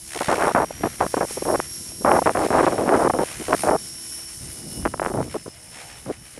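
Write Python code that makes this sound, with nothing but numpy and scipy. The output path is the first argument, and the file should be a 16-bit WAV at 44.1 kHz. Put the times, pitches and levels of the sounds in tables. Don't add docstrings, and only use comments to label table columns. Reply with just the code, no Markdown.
import sys
import numpy as np
from scipy import signal
from scipy.fft import rfft, irfft, next_fast_len
from scipy.io import wavfile
from scipy.ndimage import uniform_filter1d

SR = 44100
rng = np.random.default_rng(int(sys.argv[2]) if len(sys.argv) > 2 else 0)


def volts_from_decibels(level):
    exponent = np.asarray(level, float) / 20
    return 10 ** exponent


def dump_mix(stems):
    frames = np.atleast_2d(stems).T
    limited = np.clip(frames, -1, 1)
    pcm = np.round(limited * 32767).astype(np.int16)
    wavfile.write(sys.argv[1], SR, pcm)


N = 281799
TIME_S = np.arange(N) / SR
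MAIN_TEETH = 153
GUST_EDGE_S = 0.0044

# start_s, hiss_db, swish_db, blade chop (0-1)
FLIGHT = [(0.0, -42.5, -66.5, 0), (0.14, -38, -45, 0.94), (0.37, -39.5, -42, 0.53),
          (0.64, -43.5, -51, 0.45), (1.26, -38.5, -50, 0.2), (2.01, -38, -58, 0.25),
          (2.17, -38, -52.5, 0.3), (2.61, -39.5, -42.5, 0.18), (3.17, -40.5, -55.5, 0.43),
          (3.29, -39.5, -44.5, 0.23), (3.61, -37, -44.5, 0.7), (3.76, -39, -57.5, 0.25),
          (4.5, -39.5, -55.5, 0.26), (5.11, -44, -65.5, 0.35), (5.33, -45, -53.5, 0.45),
          (5.52, -48, -62, 0.1), (5.77, -46.5, -51.5, 0.3), (6.39, -50, -57, 0.2)]
# start_s, length_s, level_db, swell_db (first to second half)
PORT_GUSTS = [(0.283, 0.063, -15, 0), (0.417, 0.051, -16, -3), (0.47, 0.05, -18, -6),
              (0.548, 0.1, -16, -4.5), (0.834, 0.044, -19.5, -3), (1.005, 0.05, -18, -7.5),
              (1.167, 0.028, -20, -4), (1.207, 0.046, -20, -6.5), (1.452, 0.059, -20, 6.5),
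              (1.512, 0.049, -17.5, 5.5), (2.047, 0.15, -13.5, -1), (2.258, 0.058, -18.5, -8.5),
              (2.349, 0.12, -18.5, 0), (2.504, 0.02, -17, -5), (2.527, 0.095, -13.5, 1),
              (2.665, 0.054, -19.5, -13.5), (2.721, 0.062, -24.5, -10.5), (2.78, 0.092, -20, -3.5),
              (2.876, 0.093, -13.5, 5), (2.971, 0.109, -15.5, 3), (3.136, 0.047, -22.5, -6.5),
              (3.187, 0.053, -17.5, -3), (3.482, 0.069, -19, 8), (3.634, 0.069, -17, 6.5),
              (3.709, 0.057, -16, -1.5), (5.068, 0.0137, -21, 5), (5.099, 0.0254, -25.5, 5.5),
              (5.138, 0.08, -23, 4.5), (5.342, 0.028, -23, 4), (6.06, 0.058, -27, 10)]
# start_s, pressure_swing_db, depth_db (deep over flutter), eddy_pitch_hz
WIND = [(0, -57.5, 10, 780), (.45, -56, 10, 830), (.8, -45, -1, 650), (1.2, -55, 3, 676),
        (1.56, -44, 4, 490), (1.71, -51, 5, 560), (2.35, -42.5, -3, 591.5), (3.2, -52, 8, 481),
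        (3.5, -46.5, 5, 628), (3.84, -51, -5, 520), (4.31, -56, 6, 500), (4.47, -40, 6, 460),
        (4.58, -48, -1.5, 460), (4.85, -35.5, 1.5, 650), (5.0, -47.5, 1, 690), (5.17, -32.5, -0.5, 603),
        (5.5, -55.5, 7.5, 440), (6.39, -55, 6, 360)]


def rms_one(x):
    return x / np.sqrt(np.mean(x ** 2) + 1e-20)


def in_time(rows):
    s, *columns = np.transpose(rows)
    return [np.interp(TIME_S, s, c) for c in columns]


def drift(rate):
    r = np.exp(-80 * np.pi * rate / SR)
    white = rng.standard_normal(N // 40 + 2002)
    slow = signal.lfilter([1], [1, -2 * r, r * r], white)[2000:]
    return np.interp(np.arange(N) / 40, np.arange(len(slow)), rms_one(slow - slow.mean()))


def coloured(x, spectrum):
    size = next_fast_len(N)
    hz, db = np.transpose(spectrum)
    log_hz = np.log(np.fft.rfftfreq(size, 1 / SR) + 1)
    gain = volts_from_decibels(np.interp(log_hz, np.log(hz), db, left=-90, right=-90))
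    return rms_one(irfft(rfft(x, size) * gain, size)[:N])


def band(x, low_hz, high_hz):
    return signal.sosfilt(signal.butter(2, [low_hz, high_hz], "band", fs=SR, output="sos"), x)


def line(turns, order, waver_db):
    dip = np.minimum(drift(6.5), .9)
    phase = 2 * np.pi * (order * turns + rng.random())
    return np.sqrt(2) * volts_from_decibels(waver_db * dip) * np.sin(phase)


def gust_level():
    # start_s, length_s, level_db
    short_puffs = [(0.152, 0.024, -27.5), (0.207, 0.018, -19), (0.348, 0.025, -25.5), (0.379, 0.037, -20),
                   (0.706, 0.005, -24), (0.808, 0.0037, -26.5), (1.063, 0.005, -15.5), (1.14, 0.008, -15.5),
                   (1.307, 0.0063, -28), (1.369, 0.016, -24.5), (1.42, 0.009, -20.5), (1.577, 0.0047, -25),
                   (1.588, 0.014, -25.5), (1.916, 0.0052, -34), (2.009, 0.015, -29.5),
                   (2.217, 0.011, -17.5), (2.484, 0.011, -26.5), (2.627, 0.024, -13.5), (3.097, 0.013, -12),
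                   (3.398, 0.027, -30), (4.86, 0.012, -15.5), (4.786, 0.022, -39), (4.938, 0.006, -20),
                   (4.952, 0.0069, -30), (5.016, 0.01, -20.5), (5.243, 0.045, -37), (5.46, 0.011, -31),
                   (5.477, 0.008, -30.5), (6.375, 0.008, -33)]
    level = np.zeros(N)
    for s, length, db, swell_db in PORT_GUSTS + [(*puff, 0) for puff in short_puffs]:
        first, last = int((s - GUST_EDGE_S) * SR), int((s + length + GUST_EDGE_S) * SR)
        inside = slice(max(first, 0), last)
        since, left = TIME_S[inside] - s, s + length - TIME_S[inside]
        edge = np.clip(np.minimum(since, left) / GUST_EDGE_S + .5, 0, 1)
        swell = 2 * swell_db * np.clip(since / length - .5, -1 / 4, 1 / 4)
        level[inside] += edge ** 2 * volts_from_decibels(db + swell)
    return level


def rumble(level):
    breeze_db, depth_db, _ = in_time(WIND)
    wake = uniform_filter1d(level, round(0.05 * SR))
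    deep = rms_one(band(rng.standard_normal(N), 44, 163))
    deep = deep * volts_from_decibels(2.0 * drift(23.0) + 1.75 * drift(4.7))
    flutter = rms_one(band(rng.standard_normal(N), 107, 334))
    flutter = flutter * volts_from_decibels(2.2 * drift(23.0) + 2.0 * drift(6.3))
    deep_level = volts_from_decibels(breeze_db + depth_db / 2) + volts_from_decibels(-25) * wake
    flutter_level = volts_from_decibels(breeze_db - depth_db / 2) + volts_from_decibels(-22.5) * wake
    return deep_level * deep + flutter_level * flutter


def gusts(level):
    # pitch_hz, density_db (per Hz)
    rush_spectrum = [(35, -47), (60, 16), (223, -42), (382, -11), (641, 33), (771, 20), (1080, 16.5),
                     (1710, -4), (2820, -39), (5000, -8), (6500, -72), (11000, -120)]
    # start_s, share of the full rate (0-1)
    crowding = [(0, 1), (4.88, 1), (4.9, .4), (5.09, .35), (5.1, .85), (6.39, 1)]
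    eddies_per_s, size_spread_db, ring_cycles, pitch_spread_oct = 1400, 3.5, 3.75, 0.42
    octaves_per_db = 0.06

    gust_db = 20 * np.log10(10 * level + .01)
    pitch_hz = in_time(WIND)[2] * 2 ** (octaves_per_db * gust_db)
    sizes = volts_from_decibels(size_spread_db * np.minimum(rng.exponential(1, N), 4)) * rng.choice([-1, 1], N)
    crowd = in_time(crowding)[0]
    chance = crowd * eddies_per_s * volts_from_decibels(3.0 * drift(40.0)) / SR
    eddies = sizes * (rng.random(N) < chance)
    octave = np.log2(pitch_hz / 150) + pitch_spread_oct * rng.standard_normal(N)
    chosen = np.round(4 * octave)
    rings = np.zeros(N)
    for k in range(18):
        hz = 150 * 2 ** (k / 4)
        r = volts_from_decibels(-60 * hz / (ring_cycles * SR))
        w = 2 * np.pi * hz / SR
        struck = eddies * (chosen == k) + 1e-18
        rings += signal.lfilter([0, np.sin(w)], [1, -2 * r * np.cos(w), r * r], struck)
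    rings = band(band(rings, 270, 1900), 90, 2400) * volts_from_decibels(2.5 * drift(45.0))
    even = rings / np.sqrt(uniform_filter1d(rings ** 2, size=900) + 1e-6)
    rush = coloured(rng.standard_normal(N), rush_spectrum)
    crisp = np.clip((pitch_hz / 750) ** 2.2 * (level / 0.024) ** 0.43, 0, 1.3)
    flow = volts_from_decibels(-1.5) * even + volts_from_decibels(-14.0) * crisp * crowd * rush
    return level * (flow + (crisp - 1) * band(flow, 1390, 11000))


def snaps():
    # start_s, peak_db
    slaps = [(0.424, -6), (0.838, -11), (1.01, -12), (1.026, -15), (1.558, -14), (1.601, -8), (2.117, -1),
             (2.273, -3), (2.294, -5.5), (2.372, -7), (2.892, -4.5), (3.531, -0.5), (4.826, -34),
             (4.853, -9), (4.858, -7.5), (4.876, -17.5), (4.939, -17.5), (4.977, -31), (4.997, -10),
             (5.0, -18), (5.028, -14), (5.037, -18), (5.049, -13), (5.058, -20), (5.062, -7.5),
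             (5.083, -20), (5.091, -23), (5.228, -21), (5.466, -35), (5.489, -36)]
    front_db = 2.5
    fronts = [(s + GUST_EDGE_S / 4, db - swell_db / 2 + front_db) for s, _, db, swell_db in PORT_GUSTS]
    s, db = np.transpose(slaps + fronts)
    clicks = np.zeros(N)
    clicks[(s * SR).astype(int)] = volts_from_decibels(db + 27)
    return band(band(clicks, 344, 1464), 187, 2170)


def swings():
    # start_s (centre), hiss_gain_db
    sweeps = [(.22, 1.5), (.47, 1.5), (.85, 1), (1.1, 2), (1.33, 4.5), (1.52, 3), (1.75, 4), (1.95, -1.5),
              (2.17, 4), (2.56, 1.5), (2.74, 1.5), (3.0, 3.5), (3.28, 3), (3.6, 5.5), (3.95, -0.5),
              (4.14, 3.5), (4.53, 2.5), (4.76, 3), (5.05, 2), (5.35, 3.5), (5.75, 0.5), (6.05, 1), (6.3, 5)]
    width_s = 0.052
    return sum(db * np.exp(-((TIME_S - s) / width_s) ** 2) for s, db in sweeps) - 2.0


def airframe(turns):
    # pitch_hz, density_db (per Hz)
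    hiss_spectrum = [(2060, -19.5), (3500, -10.5), (4810, -7), (5320, -3), (5660, -1.5), (5770, -2.5),
                     (7980, -4.5), (8710, 1.5), (9680, 3), (11200, -1.5), (12600, -15), (15600, -22)]
    # pitch_hz, density_db (per Hz)
    swish_spectrum = [(240, -58), (400, -8.5), (758, -5), (926, -7), (2070, -3), (4020, -11), (5290, -15.5),
                      (8000, -12.5), (10400, -19), (17600, -120)]
    # start_s (centre), half_length_s, level_db
    hard_pulls = [(4.7, 0.23, -54), (5.8, 0.31, -49)]
    # rotor orders, then level_db re hiss
    tail_orders, tail_levels_db = [2, 28 / 3, 56 / 3, 28, 112 / 3], [-15, -12, -24, -25, -26]
    blade_phase = .34
    repeat_db = -3.5
    echo_s, echo_db = .00043, -21

    hiss_db, swish_db, chop = in_time(FLIGHT)
    pull = volts_from_decibels(-65) + sum(volts_from_decibels(db) * np.exp(-((TIME_S - s) / half) ** 2) for s, half, db in hard_pulls)
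    blade = 2 * np.pi * (2 * turns + blade_phase)
    passing = np.exp(1.3 * np.cos(blade))
    throb = 1 + np.clip(chop, 0, 1) * (passing / passing.mean() - 1)
    swing_db = swings()

    flaws = rng.standard_normal((2, 1024))
    place = (turns * 1024).astype(int) % 1024
    teeth = sum(volts_from_decibels(1.5 * drift(2.5)) * f[place] for f in flaws)
    grit = rng.standard_normal(N) + volts_from_decibels(repeat_db) * rms_one(teeth)
    hiss_gain = volts_from_decibels(0.83 * swing_db + 1.25 * np.clip(drift(6.5), -2, 1.2))
    hiss = coloured(grit * throb ** 0.48 * hiss_gain, hiss_spectrum)
    bright_gain = volts_from_decibels(0.45 * swing_db + 2.2 * np.clip(drift(8.4), -2, 1.2))
    hiss += (bright_gain - 1) * band(hiss, 8500, 13600)
    canopy_gain = volts_from_decibels(2.5 * np.clip(drift(8.0), -2, 1.5))
    hiss += (canopy_gain - 1) * band(hiss, 8600, 9500)

    swish = coloured(rng.standard_normal(N) * throb * volts_from_decibels(2.34 * drift(11.2)), swish_spectrum)
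    wake_noise = rms_one(band(rng.standard_normal(N), 1330, 4000))
    slap = chop ** 2 * passing ** 2 * wake_noise / passing.max() ** 2
    hum = sum(line(turns, order, waver_db=5.0) for order in range(12, 28, 2))
    thump = rms_one(band(hum, 430, 970))
    tail = sum(volts_from_decibels(db) * line(turns, order, waver_db=1.5)
               for order, db in zip(tail_orders, tail_levels_db))

    low = volts_from_decibels(swish_db + 7.0) * (swish + volts_from_decibels(5.5) * slap)
    low += pull * volts_from_decibels(-5.0 + 1.9 * drift(4.7)) * thump
    lag = round(echo_s * SR)
    low[lag:] += volts_from_decibels(echo_db) * low[:-lag]
    return volts_from_decibels(hiss_db + 1.0) * hiss + low + volts_from_decibels(hiss_db - 4.5) * tail


def whine(turns):
    # start_s, mesh_db, second_harmonic_db, tail_gear_db
    aspect = [(0, -56, -53, -64), (.32, -50, -52, -72), (.64, -51, -50, -63), (1.1, -47, -52, -64),
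              (1.3, -45, -43, -61), (1.7, -42, -41, -65), (2.24, -45, -43, -62), (2.6, -50, -55, -63),
              (3.02, -49, -47, -57), (3.36, -51, -54, -60), (3.8, -42, -42, -57), (4.25, -42, -41, -60),
              (4.5, -47, -50, -61), (4.8, -48, -50, -57), (5.12, -56, -51, -64), (5.3, -53.5, -55, -68),
              (5.8, -52, -58, -64), (6.3, -60, -60, -67)]
    gear_lines = [84, 42, 102, 245, 274]
    gear_levels = [2, -7, -6, 1, 2]
    # level_db, a row per mesh harmonic
    pinion_levels = [
        [0, -3, -7, -3, -6],
        [-2, -11, -14, -1, -6],
    ]
    # level_db, a row per mesh harmonic
    spoke_levels = [
        [-7, -12],
        [2, -1],
    ]
    # level_db re their mesh line, a row per mesh harmonic
    rotor_levels = [
        [-16, -13, -14, -17],
        [-19, -20, -18, -18],
    ]
    pinion, spokes = MAIN_TEETH / 15, 8
    pinion_steps = [-pinion, pinion, 2 * pinion, spokes, 2 * spokes]
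    spoke_steps, rotor_steps = [-spokes, -2 * spokes], [-2, -1, 1, 2]

    mesh_db, second_db, tail_db = in_time(aspect)
    pinion_db = .75 * (mesh_db + 42) - 42.5 - 11.5
    spoke_db = in_time(FLIGHT)[0] - 15
    out = sum(volts_from_decibels(tail_db + db) * line(turns, order, waver_db=3.0)
              for order, db in zip(gear_lines, gear_levels))
    for k, level_db in enumerate((mesh_db, second_db)):
        order = (k + 1) * MAIN_TEETH
        flicker_db = np.clip(-.4 * (level_db + 40), 1.2, 4.2)
        out += volts_from_decibels(level_db + .3 * flicker_db) * line(turns, order, waver_db=flicker_db)
        families = ((pinion_db, pinion_steps, pinion_levels), (spoke_db, spoke_steps, spoke_levels),
                    (level_db, rotor_steps, rotor_levels))
        for base_db, steps, levels in families:
            sidebands = sum(volts_from_decibels(db) * line(turns, order + step, waver_db=2.5)
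                            for step, db in zip(steps, levels[k]))
            out += volts_from_decibels(base_db) * sidebands
    return out * volts_from_decibels(.8 * swings() + .6)


def scene():
    # start_s, pitch_hz
    mesh_pitch = [(0, 5455), (.33, 5520), (.78, 5666), (1.19, 5562), (2.1, 5546), (2.43, 5414),
                  (2.66, 5497), (2.97, 5441), (3.24, 5494), (3.88, 5494), (4.36, 5464), (4.58, 5338),
                  (4.8, 5322), (5.2, 5468), (5.5, 5228), (5.62, 5334), (5.94, 5418), (6.3, 5470)]
    mesh_hz = uniform_filter1d(in_time(mesh_pitch)[0], size=4000)
    turns = np.cumsum(mesh_hz / MAIN_TEETH / SR)
    level = gust_level()
    wind = rumble(level) + gusts(level) + snaps()
    return (wind + airframe(turns) + whine(turns))[None]


def top_cut(x):
    return signal.sosfilt(signal.butter(12, 15710, fs=SR, output="sos"), x)


def record(dry):
    mix = 1.188 * np.tanh(dry / 1.254)
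    return top_cut(mix)


dry = scene()
out = record(dry)
dump_mix(out)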